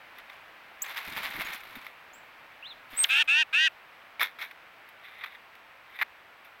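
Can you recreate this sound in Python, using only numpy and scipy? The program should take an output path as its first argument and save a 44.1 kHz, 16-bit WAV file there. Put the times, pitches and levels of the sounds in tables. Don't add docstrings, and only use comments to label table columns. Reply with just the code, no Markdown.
import sys
import numpy as np
from scipy import signal
from scipy.fft import rfft, irfft, next_fast_len
from scipy.io import wavfile
from scipy.ndimage import uniform_filter1d

SR = 44100
rng = np.random.default_rng(int(sys.argv[2]) if len(sys.argv) > 2 else 0)


def transcribe(u):
    v = np.clip(np.atleast_2d(u).T, -1, 1)
    q = np.round(v * 32767).astype(np.int16)
    wavfile.write(sys.argv[1], SR, q)


N = 291060
TIME = np.arange(N) / SR


def undb(db):
    return 10 ** (np.asarray(db) / 20)


def unit(x):
    return x / np.sqrt(np.mean(x ** 2) + 1e-18)


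def noise():
    return rng.standard_normal(N)


def wander(rate):
    size = max(int(SR / rate), 2)
    return unit(uniform_filter1d(uniform_filter1d(noise(), size), size))


def colour(x, points):
    hz, db = np.transpose(points)
    size = 2 * next_fast_len(N // 2 + 2048)
    grid = np.maximum(np.arange(size // 2 + 1) * SR / size, 1)
    response = undb(np.interp(np.log(grid), np.log(hz), db))
    cepstrum = irfft(np.log(response))
    cepstrum[1:size // 2] *= 2
    cepstrum[size // 2 + 1:] = 0
    return unit(irfft(rfft(x, size) * np.exp(rfft(cepstrum)))[:N])


def resonance(hz, centre_hz, width_hz):
    return 1 / (1 + (2 * (hz - centre_hz) / width_hz) ** 2)


def steady(x, seconds):
    power = uniform_filter1d(x ** 2, max(int(seconds * SR), 2))
    return x / np.sqrt(np.abs(power) + 1e-9)


def envelope(start, hold, attack, decay):
    t = TIME - start
    return np.exp(np.maximum(np.minimum(t, 0) / attack - np.maximum(t - hold, 0) / decay, -30))


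def controls(notes):
    gate = sum(((TIME >= rows[0][0]) & (TIME <= rows[-1][0])) * 1. for rows in notes)
    s, *columns = np.vstack(notes).T
    return [uniform_filter1d(gate, size=40)] + [np.interp(TIME, s, c) for c in columns]


def grains(spread_db, points):
    return colour(noise() * undb(spread_db * wander(1500)), points)


# f/Hz, gain/dB
HUSH_EQ = [(15, -55), (25, -13), (55, -18), (86, -13), (183, -14.5), (240, -12), (389, -10.5), (648, -3.5),
           (1110, -2), (1530, -1.5), (2360, -2.5), (6730, -30.5), (7700, -34), (8580, -33.5), (15500, -26)]
# t/s, level/dB
HUSH_RIDE = [(0.0, -49.5), (0.96, -49.5), (6.6, -52)]


def hush(trim_db=-1.67, whine_hz=7810, whine_db=-88):
    s, db = np.transpose(HUSH_RIDE)
    air = colour(noise(), HUSH_EQ) * undb(np.interp(TIME, s, db) + trim_db)
    return air + undb(whine_db) * np.sqrt(2) * np.sin(2 * np.pi * whine_hz * TIME)


# f/Hz, gain/dB
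CRISP_EQ = [(3000, -37), (7000, -18), (9500, -1.5), (12000, 7.5), (14000, 9), (16000, 0)]


def scrape(levels, points, body_spread_db, top_spread_db, trim_db=0):
    body_level, top_level = levels
    body = steady(grains(body_spread_db, points), 0.015)
    top = grains(top_spread_db, CRISP_EQ)
    return undb(trim_db) * (body_level * body + top_level * top)


def stirs(rows, patchy_db, rate, attack_s=0.025):
    body = top = 0
    uneven = undb(patchy_db * wander(rate))
    for s, length, db, decay, treble_db in rows:
        force = undb(db) * envelope(s, length, attack_s, decay)
        body, top = np.maximum(body, force), np.maximum(top, undb(treble_db) * force)
    return body * uneven, top * uneven


def crackles(per_s=45, decay_s=.0012, low_cut_hz=3500):
    snaps = (rng.random(N) < per_s / SR) * rng.random(N)
    bursts = signal.lfilter([1], [1, -np.exp(-1 / (decay_s * SR))], snaps) * noise()
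    return unit(signal.sosfilt(signal.butter(2, low_cut_hz, "high", fs=SR, output="sos"), bursts))


# t/s, length/s, level/dB, decay/s, treble/dB
RUSTLES = [(.16, 0.038, -55, .02, -25), (.322, .012, -53.5, 0.043, -20), (.85, .30, -42, .03, -13.5),
           (1.16, 0.38, -40, 0.071, -14), (1.66, 0.17, -50, .08, -13.5), (2.93, .06, -48, .02, -9),
           (3.0, .06, -41, 0.069, -6)]
# f/Hz, gain/dB
RUSTLE_EQ = [(150, -49), (450, -13), (850, -2), (1500, 1), (2200, 5.5), (2900, -4), (3600, -2), (5000, -15),
             (6500, -23), (8000, -27.5), (11000, -25.5)]


def rustles(snap_db=-4):
    body, top = stirs(RUSTLES, patchy_db=2.5, rate=140)
    brush = scrape((body, top), RUSTLE_EQ, body_spread_db=1, top_spread_db=5, trim_db=-0.05)
    return brush + top * undb(snap_db) * crackles()


# t/s, level/dB, decay/s, treble/dB
TICKS = [(.184, -38, 0.0051, -11.5), (.298, -35.5, 0.0033, -21), (.901, -35.5, 0.0087, -27),
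         (1.635, -33.5, 0.0015, -9), (1.754, -36.5, 0.0058, -7), (1.866, -29, 0.003, -16),
         (2.988, -28.5, 0.0028, -15), (3.002, -31, 0.0038, -32), (4.23, -21.5, 0.0026, -0.5),
         (4.511, -38, .005, -16), (4.888, -47, .007, -6.5), (5.552, -40.5, .0032, -14),
         (5.989, -27.5, .002, -24), (6.447, -50, 0.018, -9)]
# f/Hz, gain/dB
WOOD_EQ = [(100, -50), (350, -22.5), (900, -9.5), (1300, -3.5), (1550, -2.5), (2200, 5), (3000, -14),
           (3550, -1.5), (4600, -20.5), (5500, -22), (7500, -35.5), (11000, -50)]


def ticks(attack_s=0.000612):
    body, top = np.zeros(N), np.zeros(N)
    for s, db, decay, treble_db in TICKS:
        start = int(s * SR)
        t = TIME[:min(SR // 4, N - start)]
        hit = undb(db) * (1 - np.exp(-t / attack_s)) * np.exp(-t / decay)
        body[start:start + len(t)] += hit
        top[start:start + len(t)] += undb(treble_db) * hit
    return body * steady(grains(1.3, WOOD_EQ), 0.00496) + top * steady(grains(3, CRISP_EQ), 0.0088)


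def whistle(note, waver, overtone_db):
    gate, hz, db = controls([note])
    phase = 2 * np.pi * np.cumsum(hz * (1 + waver * wander(700))) / SR
    octave = undb(overtone_db) * (hz / 7000) ** 2
    return gate * undb(db) * (np.sin(phase) + octave * np.sin(2 * phase)) * np.sqrt(2)


def garden(x, t60, wet_db, predelay_s=.004):
    t = TIME[:SR // 2]
    tail = rng.standard_normal(len(t)) * undb(-60 * t / t60) * (t > predelay_s)
    return x + undb(wet_db) * signal.fftconvolve(x, tail / np.linalg.norm(tail))[:N]


# t/s, length/s, from f/Hz, to f/Hz, glide/s, level/dB, fade/dB, overtone/dB, reverb/dB
CHIPS = [(0.819, .017, 6050, 7930, 0.0047, -26.5, 12, -4, -25),
         (0.859, 0.009, 6700, 6000, .006, -53, -1, -20, -14),
         (1.453, 0.02, 6600, 6800, 0.009, -52.5, 2, -20, -12),
         (2.132, 0.059, 6100, 7720, 0.0066, -54, 17, -8, -8)]


def chips(edge_s=0.0017):
    out = 0
    for start, length, from_hz, to_hz, glide, db, fade_db, overtone_db, wet_db in CHIPS:
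        t = np.arange(0, length, 1 / SR)
        hz = to_hz + (from_hz - to_hz) * np.exp(-t / glide)
        edges_db = -20 * np.exp(-2 * np.minimum(t, length - t) / edge_s)
        note = np.column_stack([start + t, hz, db - fade_db * t / length + edges_db])
        out += garden(whistle(note, waver=.007, overtone_db=overtone_db), t60=.25, wet_db=wet_db)
    return out


# t/s, length/s, beat rate/Hz, first thump/dB
FLUTTERS = [(1.086, .24, 23.8, -48.5), (1.354, .22, 20.9, -51.5)]
# t/s, thump/dB, swish before its trim/dB
FLICKS = [(.978, -74, -29.5), (1.178, -60, -30.5), (1.256, -62, -30.5), (1.387, -47, -56),
          (1.413, -71, -29), (1.772, -50, -57), (2.937, -53, -44)]
# t/s, length/s, level/dB
EDDIES = [(1.07, 0.45, -68), (1.63, .17, -68.5), (2.12, .08, -71.5), (2.66, 0.33, -72.5), (3.28, .03, -71)]
# f/Hz, gain/dB
PUFF_EQ = [(20, -1.5), (70, -7.5), (150, -4.5), (260, 0.5), (400, -7.5), (700, -39.5), (2000, -80.5)]


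def wings(thump_s=0.0077, swish_s=.011, beat_fade_db=1.8, swish_trim_db=-4, crisp_db=-13):
    beats = [(s + t, db - beat_fade_db * k) for s, length, rate, db in FLUTTERS
             for k, t in enumerate(np.arange(0, length, 1 / rate))]
    strokes = [(s, db, db + 9) for s, db in beats] + list(FLICKS)
    thump = sum(undb(db) * np.exp(-.5 * ((TIME - s) / thump_s) ** 2) for s, db, _ in strokes)
    swish = sum(undb(db) * np.exp(-.5 * ((TIME - s) / swish_s) ** 2) for s, _, db in strokes)
    eddies = sum(undb(db) * envelope(s, length, attack=.025, decay=.025) for s, length, db in EDDIES)
    feathers = steady(grains(6.7, RUSTLE_EQ), 0.0072) + undb(crisp_db) * grains(4, CRISP_EQ)
    air = steady(colour(noise(), PUFF_EQ), .03)
    return (thump + eddies) * air + undb(swish_trim_db) * swish * feathers


# t/s, f/Hz, level/dB
FAR_WHISTLE = [(2.626, 2600, -44), (2.645, 2850, -45.5), (2.665, 3650, -42), (2.688, 4230, -52),
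               (2.710, 3750, -44), (2.730, 3250, -47.5)]


def far_bird():
    return garden(whistle(FAR_WHISTLE, waver=0.017, overtone_db=-26), t60=.3, wet_db=-12.5)


# t/s, f/Hz, level/dB
HIGH_NOTE = [(2.964, 7450, -55), (2.977, 8020, -31), (2.991, 8310, -27.5), (3.004, 8340, -21),
             (3.014, 8320, -24), (3.027, 8440, -25), (3.037, 8150, -24.5)]


def high_note(plunge_s=0.013, octaves_per_s=190, plunge_db=-30.5, flare_db=18):
    held_until, top_hz, _ = HIGH_NOTE[-1]
    t = np.arange(0, plunge_s, 1 / SR)[1:]
    hz = top_hz * 2 ** (-octaves_per_s * t)
    db = plunge_db + flare_db * resonance(hz, centre_hz=3300, width_hz=1200)
    plunge = np.column_stack([held_until + t, hz, db])
    return whistle(np.vstack([HIGH_NOTE, plunge]), waver=0.0047, overtone_db=-6.5)


def tray_echo(x, delay_s=0.0043, echo_db=-6, high_cut_hz=4200):
    dull = signal.sosfilt(signal.butter(2, high_cut_hz, fs=SR, output="sos"), x)
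    return x + undb(echo_db) * np.interp(TIME - delay_s, TIME, dull)


def nasal_shape(call, attack_s=0.021, release_s=0.012, relax_s=.028, beak_swing_db=15.5, waver=.005):
    start, length, low_from, low_to, high_from, high_to, bend, db, swell_db, open_db, lag, rough = call
    t = np.arange(0, length, 1 / SR)
    ending = lambda seconds: np.clip(1 - (length - t) / seconds, 0, 1) ** 2
    build = 1 - np.clip(1 - t / (length - relax_s), 0, 1) ** bend
    collapse = .95 * ending(relax_s)
    effort = build - collapse
    fades_db = -13 * np.clip(1 - t / attack_s, 0, 1) ** 2 - 31 * ending(release_s)
    level_db = db + swell_db * t / length + fades_db
    beak_db = open_db - beak_swing_db * (1 - build ** lag + collapse)
    low_hz = (low_from + (low_to - low_from) * effort) * (1 + waver * wander(128)[:len(t)])
    high_hz = (high_from + (high_to - high_from) * effort) * (1 + waver * wander(128)[:len(t)])
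    roughness = rough + 0.35 * (1 - effort) ** 2
    return np.column_stack([start + t, low_hz, high_hz, level_db, beak_db, roughness])


# f/Hz, gain/dB
BUZZ_EQ = [(3000, -33), (4700, 10.5), (5300, -15), (5800, 7), (6200, -3), (6700, 7.5), (7300, -9),
           (8400, 2), (9300, -2), (10500, -43), (13700, -3), (16000, -28)]


def valve_buzz(on, low_phase, high_phase):
    clicks = np.zeros(N)
    for own, other in ((low_phase, high_phase), (high_phase, low_phase)):
        clicks[on] += np.exp(150 * (np.cos(own) - 1)) * (1 + 0.49 * np.cos(other))
    return steady(colour(clicks, BUZZ_EQ), 0.016)[on]


# f/Hz, gain/dB
RASP_EQ = [(400, -61), (1000, -28.5), (1600, -10), (2100, -18), (2650, -29), (3600, -2.5), (4600, -29),
           (8500, -28.5), (11000, -37), (16000, -40)]


def breath_rasp(on, phase_gap):
    air = noise()
    air[on] *= 1 + 0.88 * np.cos(phase_gap)
    return colour(air, RASP_EQ)[on]


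# low-voice multiple, high-voice multiple, level before resonances/dB
PARTIALS = [(1, 0, -24.5), (0, 1, -3.5), (2, 0, 2), (-1, 2, -21), (1, 1, -4), (3, 0, 0.5), (0, 2, -1.5),
            (2, 1, -6), (4, 0, -7.5), (1, 2, -18), (3, 1, -17), (0, 3, -17), (5, 0, -39), (2, 2, -18),
            (4, 1, -33), (6, 0, -18), (3, 2, -19), (5, 1, -29), (2, 3, -24), (4, 2, -28.5)]
# t/s, length/s, low voice from f/Hz, to f/Hz, high voice from f/Hz, to f/Hz,
# bend (1 = straight), level/dB, swell/dB, widest beak/dB, beak lag (1 = in step with effort),
# roughness (0-1), bill resonance f/Hz, its boost/dB, fundamental boost/dB
NASAL_CALLS = [(3.089, .145, 775, 926, 1264, 1514, .65, -24, 3.5, 3.8, 0.89, 0.57, 3220, 9.5, 10),
               (3.275, .163, 789.5, 944, 1245, 1583, 1.21, -21, -1, 2.4, 1.3, 0.22, 2980, -2, 8),
               (3.528, 0.16, 772, 965.6, 1224, 1601, 2.1, -22, 0.5, 5, 2.1, 0.25, 1770, 3.5, -6)]


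def nasal_calls(drift=0.0076, jitter_rad=0.32, shimmer=0.44, throat_db=9.5, buzz_db=-27, rasp_db=-9):
    gate, *curves = controls([nasal_shape(row[:-3]) for row in NASAL_CALLS])
    on = gate > 1e-6
    low_hz, high_hz, db, open_db, rough = (c[on] for c in curves)
    calls = np.array(NASAL_CALLS)
    middles = calls[:, 0] + calls[:, 1] / 2
    nearest = np.abs(TIME[on, None] - middles).argmin(axis=1)
    bill_hz, bill_db, fundamental_db = calls[nearest, -3:].T
    phases = [2 * np.pi * np.cumsum(hz * (1 + drift * rough * wander(260)[on])) / SR
              for hz in (low_hz, high_hz)]
    low, high = (phase + jitter_rad * rough * wander(450)[on] for phase in phases)
    tremolos = [1 + shimmer * rough * wander(210)[on] for _ in range(3)]
    tone = 0
    for k, (m, n, partial_db) in enumerate(PARTIALS):
        hz = m * low_hz + n * high_hz
        throat = resonance(hz, centre_hz=2657, width_hz=370)
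        bill = resonance(hz, bill_hz, width_hz=330)
        tract_db = throat_db * throat + open_db * (2 - throat) + bill_db * bill
        gain = undb(partial_db + tract_db + (k == 0) * fundamental_db)
        lag = rng.uniform(0, 2 * np.pi)
        tone += gain * tremolos[k % 3] * np.sin(m * low + n * high + lag)
    rasp = undb(rasp_db) * rough * breath_rasp(on, high - low)
    buzz = undb(buzz_db + 0.24 * open_db) * valve_buzz(on, *phases)
    voice = np.zeros(N)
    voice[on] = undb(db) * (steady(tone, 0.011) + buzz + rasp)
    return gate * voice


def steps(rows, touch_db, attack_s=0.0004):
    body = top = 0
    for s, wait, push, db, decay, treble_db in rows:
        touch = undb(touch_db) * envelope(s, wait, attack_s, decay)
        force = undb(db) * np.maximum(touch, envelope(s + wait, push, attack_s, decay))
        body, top = body + force, top + undb(treble_db) * force
    return body, top


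# t/s, wait/s, push/s, level/dB, decay/s, treble/dB
SCUFFS = [(4.196, .011, 0.019, -23.5, 0.022, -15.5), (4.387, 0.026, 0.013, -33.5, 0.025, -16)]


def scuffs():
    force = steps(SCUFFS, touch_db=-8)
    return scrape(force, WOOD_EQ, body_spread_db=3.5, top_spread_db=3.5, trim_db=-0.46)


# t/s, length/s, level/dB, decay/s, treble/dB
SHUFFLES = [(5.05, 0.3, -54.5, 0.027, -19), (5.956, 0.005, -43, 0.016, -16)]
# t/s, wait/s, push/s, level/dB, decay/s, treble/dB, husk rattle/dB
CRUNCHES = [(5.21, 0.0273, 0.0096, -32.5, 0.0024, -25.5, -2), (5.25, 0.0095, 0.0062, -42, 0.0044, -18, -10),
            (5.990, .024, 0.016, -23.5, 0.0018, -20, -10)]
# f/Hz, gain/dB
SEED_EQ = [(100, -49), (450, -35), (1100, -11.5), (1600, -9), (2050, 2), (2400, -6), (3050, -16.5),
           (3650, -7), (4400, -26), (5500, -34.5), (11000, -63)]


def crunches(husk_hz=3650, husk_width_hz=1400):
    shuffle = stirs(SHUFFLES, patchy_db=4, rate=76)
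    out = scrape(shuffle, SEED_EQ, body_spread_db=3, top_spread_db=5.5)
    for *step, husk_db in CRUNCHES:
        eq = [(hz, db + husk_db * resonance(hz, husk_hz, husk_width_hz)) for hz, db in SEED_EQ]
        force = steps([step], touch_db=-13)
        out += scrape(force, eq, body_spread_db=-0.2, top_spread_db=3.5, trim_db=0.05)
    return out


def scene():
    songbird = garden(nasal_calls() + tray_echo(high_note()), t60=.15, wet_db=-39)
    birds = songbird + far_bird() + chips()
    foley = scuffs() + rustles() + crunches() + wings() + ticks()
    mono = birds + foley + hush()
    return np.array([mono, mono])


def record(dry):
    high_cut_hz = 15900
    return signal.sosfilt(signal.ellip(10, .2, 70, high_cut_hz, fs=SR, output="sos"), dry)


dry = scene()
out = record(dry)
transcribe(out)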